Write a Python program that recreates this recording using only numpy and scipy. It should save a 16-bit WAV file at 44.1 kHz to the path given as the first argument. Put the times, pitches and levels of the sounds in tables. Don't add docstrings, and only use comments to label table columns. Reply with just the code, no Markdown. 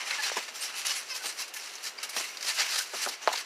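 import sys
import numpy as np
from scipy import signal
from scipy.io import wavfile
from scipy.ndimage import uniform_filter1d

SR = 44100
rng = np.random.default_rng(int(sys.argv[2]) if len(sys.argv) > 2 else 0)


def decibels_to_gain(level_db):
    exponent = np.asarray(level_db, float) / 20
    return 10 ** exponent


def output_pcm(signal):
    pcm = np.clip(np.atleast_2d(signal).T, -1, 1) * 32767
    wavfile.write(sys.argv[1], SR, np.round(pcm).astype(np.int16))


N = 152145
CONTROL_STEP = 32
CONTROL_SIZE = N // CONTROL_STEP + 2

# peak_s, level_db, rise_s, fall_s, tilt_db_per_octave
DRAGS = [(.006, -32, 0.035, 0.045, -3), (.08, -31, 0.024, 0.12, -1.5), (.111, -30, 0.0055, 0.023, -3),
         (.15, -35, 0.024, 0.061, -2.5), (.28, -29.5, 0.051, 0.022, -1.5), (.341, -32.5, 0.026, 0.014, -2),
         (.375, -27.5, 0.014, 0.02, -1.5), (.43, -38, 0.025, 0.053, -1), (.487, -34, 0.0057, 0.0099, -2.5),
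         (.56, -36.5, 0.016, 0.06, 0.5), (.7, -37.5, 0.086, 0.051, -3.5), (.853, -27.5, 0.0034, 0.033, -1),
         (1.572, -34.5, 0.012, 0.014, 0.5), (1.541, -38.5, 0.0027, 0.037, 1.5),
         (1.987, -41.5, 0.0065, 0.25, -3), (2.165, -29.5, 0.002, 0.017, 1.5),
         (2.21, -31.5, 0.065, 0.061, 0), (2.502, -27, 0.03, 0.021, -0.5), (2.602, -23, 0.025, 0.04, -1.5),
         (2.67, -31, 0.02, 0.038, -1), (3.139, -36, 0.037, 0.015, -1), (3.23, -39, 0.016, 0.18, -2.5),
         (3.334, -26, 0.006, 0.0039, -1), (3.41, -33, 0.096, 0.0091, -0.5)]
# peak_s, level_db, rise_s, fall_s, tilt_db_per_octave
SLIDES = [(.24, -30, 0.015, 0.024, 0), (.641, -31, 0.026, 0.027, 1), (.794, -33, 0.04, 0.046, 0),
          (.87, -28, 0.011, 0.0087, 1), (.91, -30, 0.028, 0.048, 0), (.965, -31.5, 0.011, 0.031, -0.5),
          (1.121, -40, 0.047, 0.02, 0), (1.163, -32.5, 0.022, 0.03, 0.5), (1.265, -31, 0.025, 0.035, 0.5),
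          (1.302, -34.5, 0.013, 0.0056, -1), (1.225, -41, .006, .02, 0.5),
          (1.413, -31.5, 0.033, 0.022, -0.5), (1.489, -42, 0.01, 0.0075, 0.5),
          (1.654, -37.5, 0.061, 0.097, -0.5), (1.852, -35, 0.021, 0.0078, 1),
          (1.874, -32.5, 0.0095, .016, 0), (2.033, -26.5, 0.0028, 0.011, 1), (2.096, -32, 0.003, 0.0093, 2),
          (2.46, -35, 0.043, 0.065, 0), (2.55, -31, 0.0056, 0.06, 1), (2.74, -27.5, 0.034, 0.058, 0),
          (2.79, -26, 0.0097, 0.016, 1), (2.824, -31, 0.0077, 0.0058, 1), (3.0, -31.5, 0.06, 0.029, -0.5),
          (3.039, -27, 0.023, 0.017, 0.5), (3.091, -32, 0.015, 0.011, 2)]
# freq_hz, density_db_per_hz
DRAG_SPECTRUM = [(88, -86), (150, -44.5), (790, -11), (2400, -0.5), (5570, -3.5), (10200, -12),
                 (16000, -22)]
# freq_hz, density_db_per_hz
SLIDE_SPECTRUM = [(88, -71), (150, -34.5), (1480, -4), (1980, -3), (4670, -1), (10600, -13), (16000, -28.5)]
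# freq_hz, density_db_per_hz
YARD_SPECTRUM = [(18, -69), (30, -39), (70, -33.5), (415, 0), (2750, 2), (5740, -6.5), (10800, -20.5),
                 (16000, -22)]
YARD_DB = -45
RISE_SHAPE, FALL_SHAPE = 2.4, 1.02
GRIT_PER_S, GRIT_SPREAD_DB, GRIT_SHARE = 2500, 4, 0.58

SPRING_T60_S, SPRINGS_DB, SPRINGS_PATCHY_DB = 0.057, -11.5, 7

# start_s, length_s, level_db, centre_hz, width_hz
SHEENS = [(.105, 0.012, -32, 4130, 500), (.106, 0.019, -29, 2340, 600), (0.121, 0.032, -33.5, 2090, 150),
          (0.224, 0.045, -37, 4085, 100), (.232, 0.023, -38.5, 2490, 150), (0.604, 0.043, -40.5, 8600, 900),
          (0.619, 0.076, -40, 5200, 900), (.77, 0.046, -45, 11000, 1200), (.785, 0.023, -46, 9000, 500),
          (0.846, .012, -39, 2480, 500), (.858, .018, -36.5, 9900, 1200), (.88, .012, -42, 11000, 1200),
          (0.947, 0.079, -44.5, 10860, 1000), (1.15, 0.048, -47, 5400, 200),
          (1.269, 0.051, -40, 8100, 2500), (1.243, 0.066, -52, 14000, 3500),
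          (1.394, 0.049, -50, 14000, 3500), (2.153, .02, -49, 12000, 5000),
          (1.396, 0.035, -47.5, 10500, 805), (1.401, 0.044, -40, 5200, 900), (1.407, 0.037, -43, 2760, 200),
          (1.552, .04, -48, 11400, 800), (1.656, .035, -56, 5270, 120), (1.978, 0.018, -41, 4730, 350),
          (2.464, 0.059, -32, 4480, 1500), (2.575, 0.065, -30.5, 4460, 1500),
          (2.698, .05, -38.5, 4620, 500), (2.78, 0.045, -39.5, 1516, 150), (3.216, 0.059, -49, 6500, 1200),
          (3.322, 0.0098, -38, 4540, 700), (3.334, .008, -31, 3900, 900), (3.353, 0.014, -29.5, 4200, 2580),
          (3.373, .011, -29.5, 4740, 2640)]

# start_s, length_s, slip_rate_hz, level_db, loudest_ring_hz
SQUEAKS = [
    (0.182, 0.031, 865, -31.5, 1720),
    (1.203, 0.026, 754, -45, 1520),
    (1.55, 0.038, 870, -44, 1760),
    (1.843, 0.02, 900, -46, 1800),
    (1.98, 0.015, 1160, -43.5, 2300),
    (2.486, 0.036, 890, -39, 1720),
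]
# start_s, length_s, slip_rate_hz, level_db, loudest_ring_hz
CREAKS = [
    (.896, .027, 592, -32, 2950),
    (1.142, .02, 510, -40, 2550),
]
# start_s, length_s, slip_rate_hz, level_db, loudest_ring_hz
GROAN = [
    (1.084, .056, 532, -35.5, 2580),
]
SQUEAK_SAG, GROAN_SAG, SQUEAK_JITTER = 0.04, 0.15, 0.006
RING_WIDTH_OCT, COIL_WIDTH_OCT, COIL_HZ = 0.15, 0.06, 5200
FLICKER_DB = 4

# start_s, peak_db, pitch_hz
TICKS = [(0.221, -34, 4070), (0.8674, -17, 6200), (1.1619, -23, 5200), (1.7534, -25.5, 6000),
         (2.0323, -24, 4130), (2.165, -16.5, 3270), (2.1851, -19.5, 5700), (2.3705, -22.5, 4670),
         (2.4085, -22.5, 4730), (2.4266, -18.5, 4800), (2.4478, -22, 5540), (2.461, -21, 5400),
         (2.7576, -14, 4560), (2.78, -20, 5400), (3.086, -16.5, 4450), (3.278, -18, 3500),
         (3.29, -22.5, 2920), (3.316, -32, 3200), (1.5386, -31, 6500), (1.7813, -29, 4130),
         (1.8535, -25, 5000), (1.8698, -23.5, 4840)]
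TICK_T60_S, TICK_DB = 0.0049, -3
TICK_TAIL_T60_S, TICK_TAIL_DB = 0.058, -10

# start_s, peak_db, pitch_hz, t60_s
KNOCKS = [(0.2995, -18.5, 1670, 0.004), (.317, -15.5, 610, 0.0034), (0.3686, -21.5, 990, 0.033),
          (3.0627, -18, 1400, 0.0096), (3.0727, -18.5, 760, 0.0074), (3.28, -6.5, 1020, 0.0055),
          (3.2879, -20.5, 814, 0.02), (3.3, -26, 990, 0.021), (3.316, -22, 754, 0.012),
          (3.337, -23.5, 920, 0.012), (3.341, -25.5, 860, 0.016)]
KNOCK_PUFF_DB, KNOCK_PUFF_LONGER = -13, 2.8
# freq_hz, peak_db, t60_s, delay_s
PUNCH = [
    (1500, -6, .0025, 0),
    (4200, -15, .004, 0),
    (2900, -16, .002, 0),
    (700, -6, .011, .0004),
]
PUNCH_S = 3.2747

# start_s, level_db, t60_s, rise_s
HEELS = [
    (.365, -29, 0.097, .002),
    (1.235, -39, 0.26, 0.0086),
    (2.161, -31, 0.098, 0.0017),
    (2.198, -37.5, 0.1, 0.0023),
    (2.321, -49, .1, 0.004),
    (2.445, -39, 0.069, 0.0023),
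    (2.933, -33, 0.12, 0.0019),
    (3.062, -35, 0.22, 0.0019),
    (3.278, -45, 0.28, 0.0093),
]
HEEL_LOW_HZ, HEEL_HIGH_HZ = 285, 1400

# delay_s, level_db
ECHOES = [
    (.014, -19),
    (.04, -25),
]
ECHO_CUT_HZ, BASS_CUT_HZ = 2500, 452
# freq_hz, t60_s, lift_db
MIC_PEAKS = [
    (3490, 0.0043, -5.5),
    (5880, 0.0022, 2.5),
    (10460, 0.011, 5),
]


def rms_one(x):
    return x / np.sqrt(np.mean(x ** 2) + 1e-20)


def at_hz(spectrum, hz):
    table_hz, table_db = np.transpose(spectrum)
    return np.interp(np.log(hz), np.log(table_hz), table_db)


def drift(rate_hz):
    r = np.exp(-2 * np.pi * rate_hz * CONTROL_STEP / SR)
    noise = rng.standard_normal(CONTROL_SIZE + 2000)
    return rms_one(signal.lfilter([1], [1, -2 * r, r * r], noise)[2000:])


def to_audio_rate(control):
    return np.interp(np.arange(N) / CONTROL_STEP, np.arange(CONTROL_SIZE), control)


def ring(x, hz, t60_s):
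    r = decibels_to_gain(-60 / (t60_s * SR))
    w = 2 * np.pi * hz / SR
    return signal.lfilter([0, np.sin(w)], [1, -2 * r * np.cos(w), r * r], x)


def butter(x, order, cut_hz, kind="low"):
    return signal.sosfilt(signal.butter(order, cut_hz, kind, fs=SR, output="sos"), x)


def add(out, start_s, piece):
    i = int(start_s * SR)
    out[i:i + len(piece)] += piece[:N - i]


def swell_power(rows, spectrum, hz, t):
    peak_s, level_db, rise_s, fall_s, tilt_db = (c[:, None] for c in np.transpose(rows))
    rising = t < peak_s
    away = np.where(rising, (peak_s - t) / rise_s, (t - peak_s) / fall_s)
    envelope_db = level_db - 6 * away ** np.where(rising, RISE_SHAPE, FALL_SHAPE)
    octaves = np.log2(hz / 4000) + 2 * np.clip(np.log2(hz / 6000), 0, 1)
    shape = decibels_to_gain(at_hz(spectrum, hz) + tilt_db * octaves) ** 2 * hz
    shape = shape / shape.sum(axis=1, keepdims=True)
    return shape.T @ decibels_to_gain(envelope_db) ** 2


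def mat_and_yard(patchy_db, shared_db):
    edges_hz = 30 * 2 ** (np.arange(29) / 3)
    hz = np.sqrt(edges_hz[1:] * edges_hz[:-1])
    t = np.arange(CONTROL_SIZE) * CONTROL_STEP / SR
    feet = swell_power(DRAGS, DRAG_SPECTRUM, hz, t) + swell_power(SLIDES, SLIDE_SPECTRUM, hz, t)
    air = decibels_to_gain(at_hz(YARD_SPECTRUM, hz)) ** 2 * hz
    air = decibels_to_gain(YARD_DB) ** 2 * air / air.sum()

    catch = rng.random(N) < GRIT_PER_S / SR
    height = decibels_to_gain(GRIT_SPREAD_DB * np.minimum(rng.exponential(1, N), 5))
    grit = rms_one(height * rng.choice([-1, 1], N) * catch)
    white = rng.standard_normal((2, N))
    judder = drift(105)
    out = np.zeros(N)
    for k in range(len(hz)):
        source = np.sqrt(GRIT_SHARE) * grit + np.sqrt(1 - GRIT_SHARE) * white[k % 2]
        band = rms_one(butter(source, 2, edges_hz[k:k + 2], "band"))
        flutter_db = shared_db * judder + patchy_db * drift(13.3)
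        out += band * to_audio_rate(np.sqrt(feet[k] * decibels_to_gain(flutter_db) ** 2 + air[k]))
    return out


def springs(mat):
    pitches_hz = np.geomspace(900, 13000, num=64) * rng.uniform(.98, 1.02, 64)
    out = np.zeros(N)
    for k, hz in enumerate(pitches_hz):
        gain = to_audio_rate(decibels_to_gain(SPRINGS_PATCHY_DB * np.tanh(drift(8))))
        out += (-1) ** k * ring(gain * mat, hz, SPRING_T60_S) * np.sqrt(hz)
    return decibels_to_gain(SPRINGS_DB) * rms_one(out) * np.std(mat)


def sheens():
    out = np.zeros(N)
    for start_s, length_s, level_db, hz, width_hz in SHEENS:
        u = np.linspace(0, 1, int(length_s * SR))
        t60_s = np.log(1000) / np.pi / width_hz
        hiss = rng.standard_normal(6000)
        tone = rms_one(ring(ring(hiss, hz, t60_s), hz, t60_s))[2000:2000 + len(u)]
        add(out, start_s, decibels_to_gain(level_db) * np.sin(np.pi * u ** .7) * tone)
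    return out


def squeaks(rows, sag, coil_db, others_db, fade):
    out = np.zeros(N)
    k = np.arange(1, 13)[:, None]
    for start_s, length_s, rate_hz, level_db, ring_hz in rows:
        u = np.linspace(0, 1, int(length_s * SR))
        waver = rms_one(uniform_filter1d(rng.standard_normal(4000), size=150))[:len(u)]
        slips_hz = rate_hz * (1 + sag * ((1 - u) ** 3 - .25))
        turns = np.cumsum(slips_hz * (1 + SQUEAK_JITTER * waver)) / SR

        wander = rms_one(uniform_filter1d(rng.standard_normal((12, 4000)), size=400))[:, :len(u)]
        others = decibels_to_gain(FLICKER_DB * wander) * decibels_to_gain(others_db) / k ** fade
        others = others * np.tanh((k * rate_hz / 800) ** 4)
        hook = decibels_to_gain(-6 * (np.log2(k * slips_hz / ring_hz) / RING_WIDTH_OCT) ** 2)
        coil = decibels_to_gain(coil_db - 6 * (np.log2(k * slips_hz / COIL_HZ) / COIL_WIDTH_OCT) ** 2)
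        tones = (hook + coil + others) * np.sin(2 * np.pi * k * turns + k ** 2)
        envelope = np.sin(np.pi * u ** (1 + 4 * sag)) ** 0.56
        add(out, start_s, decibels_to_gain(level_db) * envelope * rms_one(tones.sum(axis=0)))
    return out


def ticks():
    out = np.zeros(N)
    t = np.arange(SR // 10) / SR
    for start_s, peak_db, hz in TICKS:
        hiss = rng.standard_normal(len(t))
        shiver = rms_one(ring(hiss, hz, 0.0013)) + 0.19 * np.gradient(hiss)
        shiver = shiver * decibels_to_gain(TICK_TAIL_DB - 60 * t / TICK_TAIL_T60_S)
        add(out, start_s + 0.000947, decibels_to_gain(peak_db + TICK_DB) * (ring(t == 0, hz, TICK_T60_S) + shiver))
    return out


def knocks():
    out = np.zeros(N)
    t = np.arange(SR // 5) / SR
    for start_s, peak_db, hz, t60_s in KNOCKS:
        puff = rms_one(ring(rng.standard_normal(len(t)), hz, 0.95 / hz))
        puff = puff * decibels_to_gain(KNOCK_PUFF_DB - 60 * t / (t60_s * KNOCK_PUFF_LONGER))
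        puff = puff * np.minimum(t * hz, 1)
        add(out, start_s, decibels_to_gain(peak_db) * (ring(t == 0, hz, t60_s) + puff))
    for hz, peak_db, t60_s, delay_s in PUNCH:
        add(out, PUNCH_S + delay_s, decibels_to_gain(peak_db) * ring(t == 0, hz, t60_s))
    return butter(out, 2, 6000)


def heels():
    out = np.zeros(N)
    t = np.arange(SR // 3) / SR
    for start_s, level_db, t60_s, rise_s in HEELS:
        burst = rng.standard_normal(len(t)) * np.tanh(t / rise_s) ** 2 * decibels_to_gain(-60 * t / t60_s)
        thud = butter(burst, 3, [HEEL_LOW_HZ, HEEL_HIGH_HZ], "band")
        add(out, start_s, decibels_to_gain(level_db + 12) * thud)
    return out


def scene():
    mat = mat_and_yard(patchy_db=1.0, shared_db=1.21)
    sharp = sheens() + ticks() + knocks()
    sharp += squeaks(SQUEAKS, SQUEAK_SAG, coil_db=-30, others_db=-10, fade=1.4)
    sharp += squeaks(CREAKS, SQUEAK_SAG, coil_db=2, others_db=-3, fade=.25)
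    sharp += squeaks(GROAN, GROAN_SAG, coil_db=5, others_db=-3, fade=.05)
    sharp = butter(sharp, 4, BASS_CUT_HZ, "high")
    out = mat + springs(mat) + sharp + heels()
    dull = butter(sharp, 1, ECHO_CUT_HZ)
    for delay_s, level_db in ECHOES:
        add(out, delay_s, decibels_to_gain(level_db) * dull)
    return out[None]


def band_limit(x):
    return signal.sosfilt(signal.butter(12, 16290, fs=SR, output="sos"), x)


def record(dry):
    for hz, t60_s, lift_db in MIC_PEAKS:
        b, a = signal.iirpeak(hz, hz * t60_s / 2.2, fs=SR)
        dry = dry + (decibels_to_gain(lift_db) - 1) * signal.lfilter(b, a, dry)
    mix = signal.sosfilt(signal.cheby2(12, 60, 16100, fs=SR, output="sos"), dry)
    return band_limit(mix)


dry = scene()
out = record(dry)
output_pcm(out)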